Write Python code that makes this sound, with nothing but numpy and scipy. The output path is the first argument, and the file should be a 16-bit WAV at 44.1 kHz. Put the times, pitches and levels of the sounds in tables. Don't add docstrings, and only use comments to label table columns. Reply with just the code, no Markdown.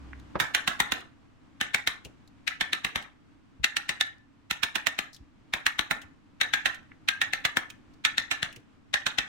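import sys
import numpy as np
from scipy import signal
from scipy.fft import rfft, irfft
from scipy.io import wavfile
from scipy.ndimage import uniform_filter1d

SR = 44100
rng = np.random.default_rng(int(sys.argv[2]) if len(sys.argv) > 2 else 0)


def dump_mix(stems):
    frames = np.atleast_2d(stems).T
    limited = np.clip(frames, -1, 1)
    pcm = np.round(limited * 32767).astype(np.int16)
    wavfile.write(sys.argv[1], SR, pcm)


N = 409248

# freq_hz, density_db_per_hz
HUM_SPECTRUM = [(25, -5), (55, -6), (100, -.7), (170, -5.5), (220, -4), (290, 1.5), (380, -15), (550, -19),
                (1100, -17.5), (2800, -26), (4500, -33), (8000, -40), (11000, -51), (16000, -58)]
# time_s, gain_db
HUM_SWELL = [(.35, 7), (1.2, 1), (2.3, 2), (3.3, -1.5), (5.3, -.5), (7.4, 2), (9.28, .7)]
# start_s, level_db
TOUCHES = [(.132, -43), (6.917, -49)]
# start_s, level_db, pitch_hz, decay_s, left_re_right_db
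CHIPS = [(.198, -63, 3800, .003, 1), (1.005, -57, 3000, .007, 0), (2.049, -45, 2800, .008, 3),
         (2.276, -63, 4000, .005, 3), (3.025, -52, 3000, .007, 1), (4.065, -57, 3000, .006, -2),
         (5.131, -52, 5000, .014, 6), (5.146, -52, 4500, .005, 5), (5.164, -55, 3500, .005, 1),
         (6.017, -50, 3000, .009, 2), (6.745, -49, 3000, .008, -1), (7.702, -44, 2800, .004, -6),
         (7.938, -68, 4500, .004, 0), (8.527, -52, 2700, .005, 0), (8.562, -49, 2600, .005, -1)]
# start_s, level_db, upper_edge_hz, decay_s
BUMPS = [(.355, -25, 1300, .009), (2.052, -42, 480, .02), (3.595, -37.5, 120, .02), (5.20, -43.5, 130, .03),
         (6.035, -48, 120, .015), (8.565, -46, 380, .02)]
# start_s, crack_db, thud_db, give_s (time the wood gives), ring_re_crack_db, left_re_right_db
BLOWS = [(.4003, -21, -36, .013, -4, -6), (.5482, -19, -43, .0044, -8, -3),
         (.6766, -21, -35, .0071, -7, -4), (.8017, -19, -35, .0041, -6, 3),
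         (.9208, -23, -35, .003, -10, -2), (1.6127, -23, -38, .0015, -4, 0),
         (1.7454, -18, -39, .0029, -14, 1), (1.8741, -20, -42, .0034, -10, -2),
         (2.4781, -22, -52, .0014, -11, 5), (2.6097, -21, -40, .0062, -8, -2),
         (2.7321, -22, -40, .0017, -10, 1), (2.8468, -24, -39, .0048, -14, -2),
         (2.9579, -25, -37, .0059, -11, 1), (3.6431, -17, -44, .0028, -9, 1),
         (3.7673, -22, -48, .0056, -9, -5), (3.8921, -23, -44, .0081, -7, 3),
         (4.0098, -19.5, -49, .0027, -4.5, 1), (4.5104, -23, -41, .0022, -11, -2),
         (4.6325, -19.5, -40, .0066, -13, -8), (4.7557, -23, -39, .0052, -12, -6),
         (4.8695, -18, -41, .004, -14, -9), (4.9892, -24, -41, .0029, -13, 5),
         (5.5367, -23, -41, .0053, -10, 0), (5.6655, -17, -43, .0028, -11, -1),
         (5.7925, -20, -36, .0023, -11, 7), (5.9103, -22, -35, .0063, -8, -3),
         (6.4128, -18, -46, .0037, -7, 2), (6.537, -20, -45, .0065, -2, 4),
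         (6.6572, -19, -42, .0094, -7, -6), (7.0869, -18, -48, .0038, -5, 1),
         (7.2159, -21, -46, .0075, -2, -3), (7.3349, -23, -48, .0018, -7, 3),
         (7.4504, -19, -38, .0077, -9, -1), (7.5701, -20, -34, .0042, -14, 5),
         (8.0503, -17, -47, .0067, -6, 0), (8.1811, -21, -44, .0018, -5, 2),
         (8.3127, -22, -44, .0104, -5.5, -6), (8.4295, -24, -39, .0017, -10, 3),
         (8.9402, -20, -45, .0054, -6, 4), (9.0652, -21, -39, .0061, -10, -2),
         (9.1851, -20, -37, .0037, -9, 6)]
# start_s, knock_db, splinter_re_crack_db, splinter_tilt_db_per_octave, room_db
CUTS = [(.3, -30.7, -9.2, 2.8, -28.3), (1.5, -32.7, -11, -.3, -30), (2.4, -34, -12, 0, -30),
        (3.5, -33.3, -8.5, -1.8, -32.8), (4.4, -31.8, -10, .2, -31.8), (5.4, -31.5, -12, 3, -31.6),
        (6.3, -34.3, -12.2, -.7, -29.3), (6.95, -33.5, -11.8, .5, -31.6), (7.95, -33.3, -10, -3.5, -30.8),
        (8.8, -32.5, -8.6, -5, -31)]
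# freq_hz, density_db_per_hz
WOOD_COLOUR = [(40, -16), (260, -12.5), (450, -16.5), (620, -12.5), (800, -8), (960, -11.5), (1300, -5.5),
               (1800, -1), (3250, -6.7), (3800, -4), (4600, -15.5), (6300, -13.5), (12000, -26),
               (16000, -24)]
# ratio_to_ring_pitch, level_db, t60_s
TOOL_MODES = [(.455, -17, .07), (.76, -10, .07), (.962, -4, .08), (1.0, 0, .115), (1.04, -4.5, .08),
              (1.17, -10, .06), (1.55, -15, .04), (2.09, -15, .06), (2.22, -14, .06)]
# freq_hz, t60_s
ROOM_T60 = [(100, .3), (400, .36), (1000, .33), (1800, .31), (3800, .27), (7000, .27), (15000, .21)]
# freq_hz, gain_db
ROOM_COLOUR = [(60, -9), (250, -4), (500, 1.5), (1200, 2.5), (1800, 1.2), (2600, -1), (3700, -1.5),
               (4500, -3), (6000, -1.3), (10000, -3), (15000, -5.5)]

# lower_edge_hz, upper_edge_hz, decay_factor, offset_s, trim_db
THUD = (35, 355, 1.1, .001, 0)
KNOCK = (400, 1450, 1.35, -.0008, .7)
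CRACK = (1450, 4500, .62, -.0005, -.6)
SPLINTER = (4200, 16000, .8, -.0002, .5)

HUM_DB = -57.6
DRONE_HZ, DRONE_DB, DRONE_HOLD_S, DRONE_FALL_DB_PER_S = 62, -47.5, .17, 90
FIZZ_RE_CHIP_DB = -3

USUAL_CRACK_DB, USUAL_THUD_DB, USUAL_GIVE_S = -20.5, -40.7, .004
KNOCK_DB_PER_CRACK_DB, KNOCK_DB_PER_THUD_DB, KNOCK_DB_PER_BLOW = .68, .42, .5
RING_HZ, RING_SCATTER_HZ = 1770, 50
TILT_PER_THUD_DB, TILT_SCATTER_DB_PER_OCTAVE = .15, .8
CHIP_HZ, CHIP_SCATTER_OCTAVES = 2900, .3
ROOM_DB_PER_CRACK_DB, ROOM_DB_PER_GIVE_DOUBLING, ROOM_DB_PER_BLOW = .45, .6, -.35
LAG_S_PER_DB, LAG_SCATTER_S = .00016, .0009

EDGE_HZ = 16150

SIZE = 8192
LEAD_S = 512 / SR
T, HZ = np.arange(SIZE) / SR - LEAD_S, np.fft.rfftfreq(SIZE, 1 / SR)


def amp(db):
    return 10 ** (np.asarray(db) / 20)


def read(points, hz):
    table_hz, value = np.transpose(points)
    return np.interp(np.log(hz + 1), np.log(table_hz + 1), value)


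def background(shared=.12, waver=.06, wander_db=.8):
    t = np.arange(N) / SR
    gain = amp(read(HUM_SPECTRUM, np.fft.rfftfreq(N, 1 / SR)))
    noise = irfft(rfft(rng.standard_normal((3, N))) * gain, N)
    noise /= noise.std()
    stereo = np.sqrt(shared) * noise[0] + np.sqrt(1 - shared) * noise[1:]
    hum = stereo * amp(HUM_DB + np.interp(t, *np.transpose(HUM_SWELL)))

    wander = uniform_filter1d(uniform_filter1d(rng.standard_normal(N), size=4000), size=2500)
    hum *= amp(wander_db * wander / wander.std())

    drift = uniform_filter1d(rng.standard_normal(N), size=2000)
    turns = np.cumsum(DRONE_HZ * (1 + waver * drift / drift.std())) / SR
    drone_db = DRONE_DB - DRONE_FALL_DB_PER_S * np.maximum(t - DRONE_HOLD_S, 0)
    drone = amp(drone_db) * np.sqrt(2) * np.sin(2 * np.pi * turns)
    return hum + drone


def add(mix, start_s, sound):
    part = mix[:, max(round(start_s * SR), 0):][:, :sound.shape[1]]
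    part += sound[:, :part.shape[1]]


def sized(x, level_db):
    energy = np.sum(x ** 2, -1, keepdims=True)
    return x * amp(level_db) * np.sqrt(SR / 100 / (energy + 1e-20))


def band(hz, low_hz, high_hz):
    return 1 / np.sqrt((1 + (low_hz / (hz + 1)) ** 12) * (1 + (hz / high_hz) ** 12))


def coloured(x, gain):
    log_gain = np.log(np.maximum(gain, gain.max() * 1e-4))
    circle = np.concatenate([log_gain, log_gain[-2:0:-1]])
    response = np.exp(np.conj(signal.hilbert(circle)))[:len(gain)]
    return irfft(rfft(x) * response)


def placed(x, left_re_right_db, lag_s=0):
    gains = amp([left_re_right_db / 2, -left_re_right_db / 2])
    gains /= np.sqrt(np.mean(gains ** 2))
    delays_s = np.maximum([-lag_s, lag_s], 0)
    late = np.array([np.pad(c, (round(d * SR), 0))[:len(c)] for c, d in zip(x, delays_s)])
    return late * gains[:, None]


def fibres(decay_s, press_db=-12.5, press_s=.0042, snap=2.6, grain_db=4.0, shared=.4,
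           after_db=-17, after_s=.012):
    noise = rng.standard_normal((3, SIZE))
    noise = noise * amp(grain_db * np.clip(rng.standard_normal((3, SIZE)), -2, 2))
    noise /= noise.std()
    burst = np.sqrt(shared) * noise[0] + np.sqrt(1 - shared) * noise[1:]
    pressing = amp(press_db) * np.exp(-abs(T) / press_s)
    breaking = np.exp(-abs(T) / decay_s) + amp(after_db) * np.exp(-abs(T) / after_s)
    impulse = snap * (np.arange(SIZE) == round(LEAD_S * SR))
    return burst * np.where(T < 0, pressing, breaking) + impulse


def workshop(x, build_s=.012, patchy_db=3.0):
    taps = rng.standard_normal((2, SR // 2))
    hz, t, spectrum = signal.stft(taps, SR, nperseg=256)

    fade = amp(-60 * t / read(ROOM_T60, hz)[:, None]) * (1 - np.exp(-(t / build_s) ** 2))
    fade /= np.sqrt(np.sum(fade ** 2, 1).max() * t[1] * SR)

    patches = uniform_filter1d(rng.standard_normal(spectrum.shape), size=8, axis=1)
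    patches = uniform_filter1d(patches, size=3, axis=2)
    clumps = amp(patchy_db * patches / patches.std())
    clumps /= np.sqrt(np.mean(clumps ** 2))

    colour = amp(read(ROOM_COLOUR, hz))[:, None]
    tail = signal.istft(spectrum * fade * clumps * colour, SR, nperseg=256)[1]
    return signal.fftconvolve(x, tail, axes=1)


def crackle(pitch_hz, level_db, decay_s, sharpness=2.6):
    detuning = sharpness * (HZ / pitch_hz - pitch_hz / (HZ + 1))
    resonance = band(HZ, 500, 1.5 * pitch_hz) / (1 + detuning ** 2)
    return sized(coloured(fibres(decay_s), resonance), level_db)


def touches(pitch_hz=1850, decay_s=.002, left_re_right_db=-3, room_db=-12):
    out = np.zeros((2, N))
    for start_s, level_db in TOUCHES:
        tick = crackle(pitch_hz, level_db, decay_s, sharpness=1.6)
        add(out, start_s - LEAD_S, placed(tick, left_re_right_db))
        add(out, start_s - LEAD_S, amp(room_db) * workshop(tick))
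    return out


def chips(room_db=-12):
    out = np.zeros((2, N))
    fizz_colour = band(HZ, 4500, 16000) * amp(read(WOOD_COLOUR, HZ))
    for start_s, level_db, pitch_hz, decay_s, left_re_right_db in CHIPS:
        tick = crackle(pitch_hz, level_db, decay_s)
        fizz = sized(coloured(fibres(decay_s), fizz_colour), level_db + FIZZ_RE_CHIP_DB)
        chip = tick + fizz
        add(out, start_s - LEAD_S, placed(chip, left_re_right_db))
        add(out, start_s - LEAD_S, amp(room_db) * workshop(chip))
    return out


def bumps(room_db=-11):
    out = np.zeros((2, N))
    for start_s, level_db, edge_hz, decay_s in BUMPS:
        muffle = band(HZ, 45, 6000) / (1 + (HZ / edge_hz) ** 3)
        bump = sized(coloured(fibres(decay_s), muffle), level_db)
        add(out, start_s - LEAD_S, bump)
        add(out, start_s - LEAD_S, amp(room_db) * workshop(bump))
    return out


def cut_of(start_s):
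    cut = [row for row in CUTS if row[0] <= start_s][-1]
    return cut, sum(cut[0] <= blow[0] < start_s for blow in BLOWS)


def blow_colour(chip_hz, tilt_db_per_octave, chip_db=2.8, width_octaves=.17, pivot_hz=6000):
    octave = np.log2(HZ + 1)
    resonance_db = chip_db * np.exp(-((octave - np.log2(chip_hz)) / width_octaves) ** 2)
    tilt_db = tilt_db_per_octave * np.maximum(octave - np.log2(pivot_hz), 0)
    return amp(read(WOOD_COLOUR, HZ) + resonance_db + tilt_db)


def wood_part(part, level_db, give_s, colour):
    low_hz, high_hz, decay_factor, offset_s, trim_db = part
    sound = coloured(fibres(give_s * decay_factor), colour * band(HZ, low_hz, high_hz))
    return sized(np.roll(sound, round(offset_s * SR), 1), level_db + trim_db)


def tool_ring(ring_hz, scatter_db=3.0, detune=.015):
    after_s, ring = np.maximum(T, 0), np.zeros((2, SIZE))
    for ratio, level_db, t60_s in TOOL_MODES:
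        weight, shift = rng.standard_normal(2)
        mode_hz = ring_hz * ratio * (1 + detune * shift * (ratio != 1))
        turns = mode_hz * after_s + rng.random((2, 1))
        envelope = amp(level_db + scatter_db * weight - 60 * after_s / t60_s)
        ring += envelope * np.sin(2 * np.pi * turns)
    return ring * (1 - np.exp(-after_s / .0006))


def near_echoes(x, spread_s=.018, count=6):
    taps = np.zeros((2, SIZE))
    for channel in taps:
        delay_s = .003 + spread_s * rng.random(count) ** 1.5
        channel[np.round(delay_s * SR).astype(int)] = rng.choice([-1, 1], count) / np.sqrt(count)
    return signal.fftconvolve(x, taps, axes=1)[:, :SIZE]


def blows(ring_room_db=-4.8, ring_trim_db=-.8, room_trim_db=2.9, splinter_room_db=-1.3, echo_db=-13, hit_db=.5):
    out = np.zeros((2, N))
    chances = np.clip(rng.standard_normal((len(BLOWS), 4)), -2, 2)
    for blow, (chip, grain, grip, side) in zip(BLOWS, chances):
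        start_s, crack_db, thud_db, give_s, ring_re_crack_db, left_re_right_db = blow
        (_, knock_db, splinter_re_crack_db, tilt, room_db), depth = cut_of(start_s)
        harder_db, heavier_db = crack_db - USUAL_CRACK_DB, thud_db - USUAL_THUD_DB

        knock_db += KNOCK_DB_PER_CRACK_DB * harder_db + KNOCK_DB_PER_THUD_DB * heavier_db
        knock_db += KNOCK_DB_PER_BLOW * depth
        tilt += TILT_PER_THUD_DB * heavier_db + TILT_SCATTER_DB_PER_OCTAVE * grain
        room_db += ROOM_DB_PER_BLOW * depth + ROOM_DB_PER_CRACK_DB * harder_db
        room_db += ROOM_DB_PER_GIVE_DOUBLING * np.log2(give_s / USUAL_GIVE_S)

        colour = blow_colour(CHIP_HZ * 2 ** (CHIP_SCATTER_OCTAVES * chip), tilt)
        body = wood_part(THUD, thud_db, give_s, colour)
        body = body + wood_part(KNOCK, knock_db, give_s, colour)
        body = body + wood_part(CRACK, crack_db, give_s, colour)
        splinters = wood_part(SPLINTER, crack_db + splinter_re_crack_db, give_s, colour)
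        hit = body + splinters
        ring_db = crack_db + ring_re_crack_db + ring_trim_db
        ringing = sized(tool_ring(RING_HZ + RING_SCATTER_HZ * grip), ring_db)

        lag_s = LAG_S_PER_DB * left_re_right_db + LAG_SCATTER_S * side
        direct = placed(hit, left_re_right_db, lag_s)
        near = amp(hit_db) * direct + ringing + amp(echo_db) * near_echoes(hit)
        add(out, start_s - LEAD_S, near)

        wood_to_room = amp(room_db - crack_db + room_trim_db) * (body + amp(splinter_room_db) * splinters)
        add(out, start_s - LEAD_S, workshop(wood_to_room + amp(ring_room_db) * ringing))
    return out


def scene():
    return background() + touches() + chips() + bumps() + blows()


def record(dry):
    rounded = .9 * np.tanh(dry / .9)
    lowpass = signal.firwin(511, EDGE_HZ, window=("kaiser", 9), fs=SR)
    return signal.oaconvolve(rounded, lowpass[None], "same")


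dry = scene()
out = record(dry)
dump_mix(out)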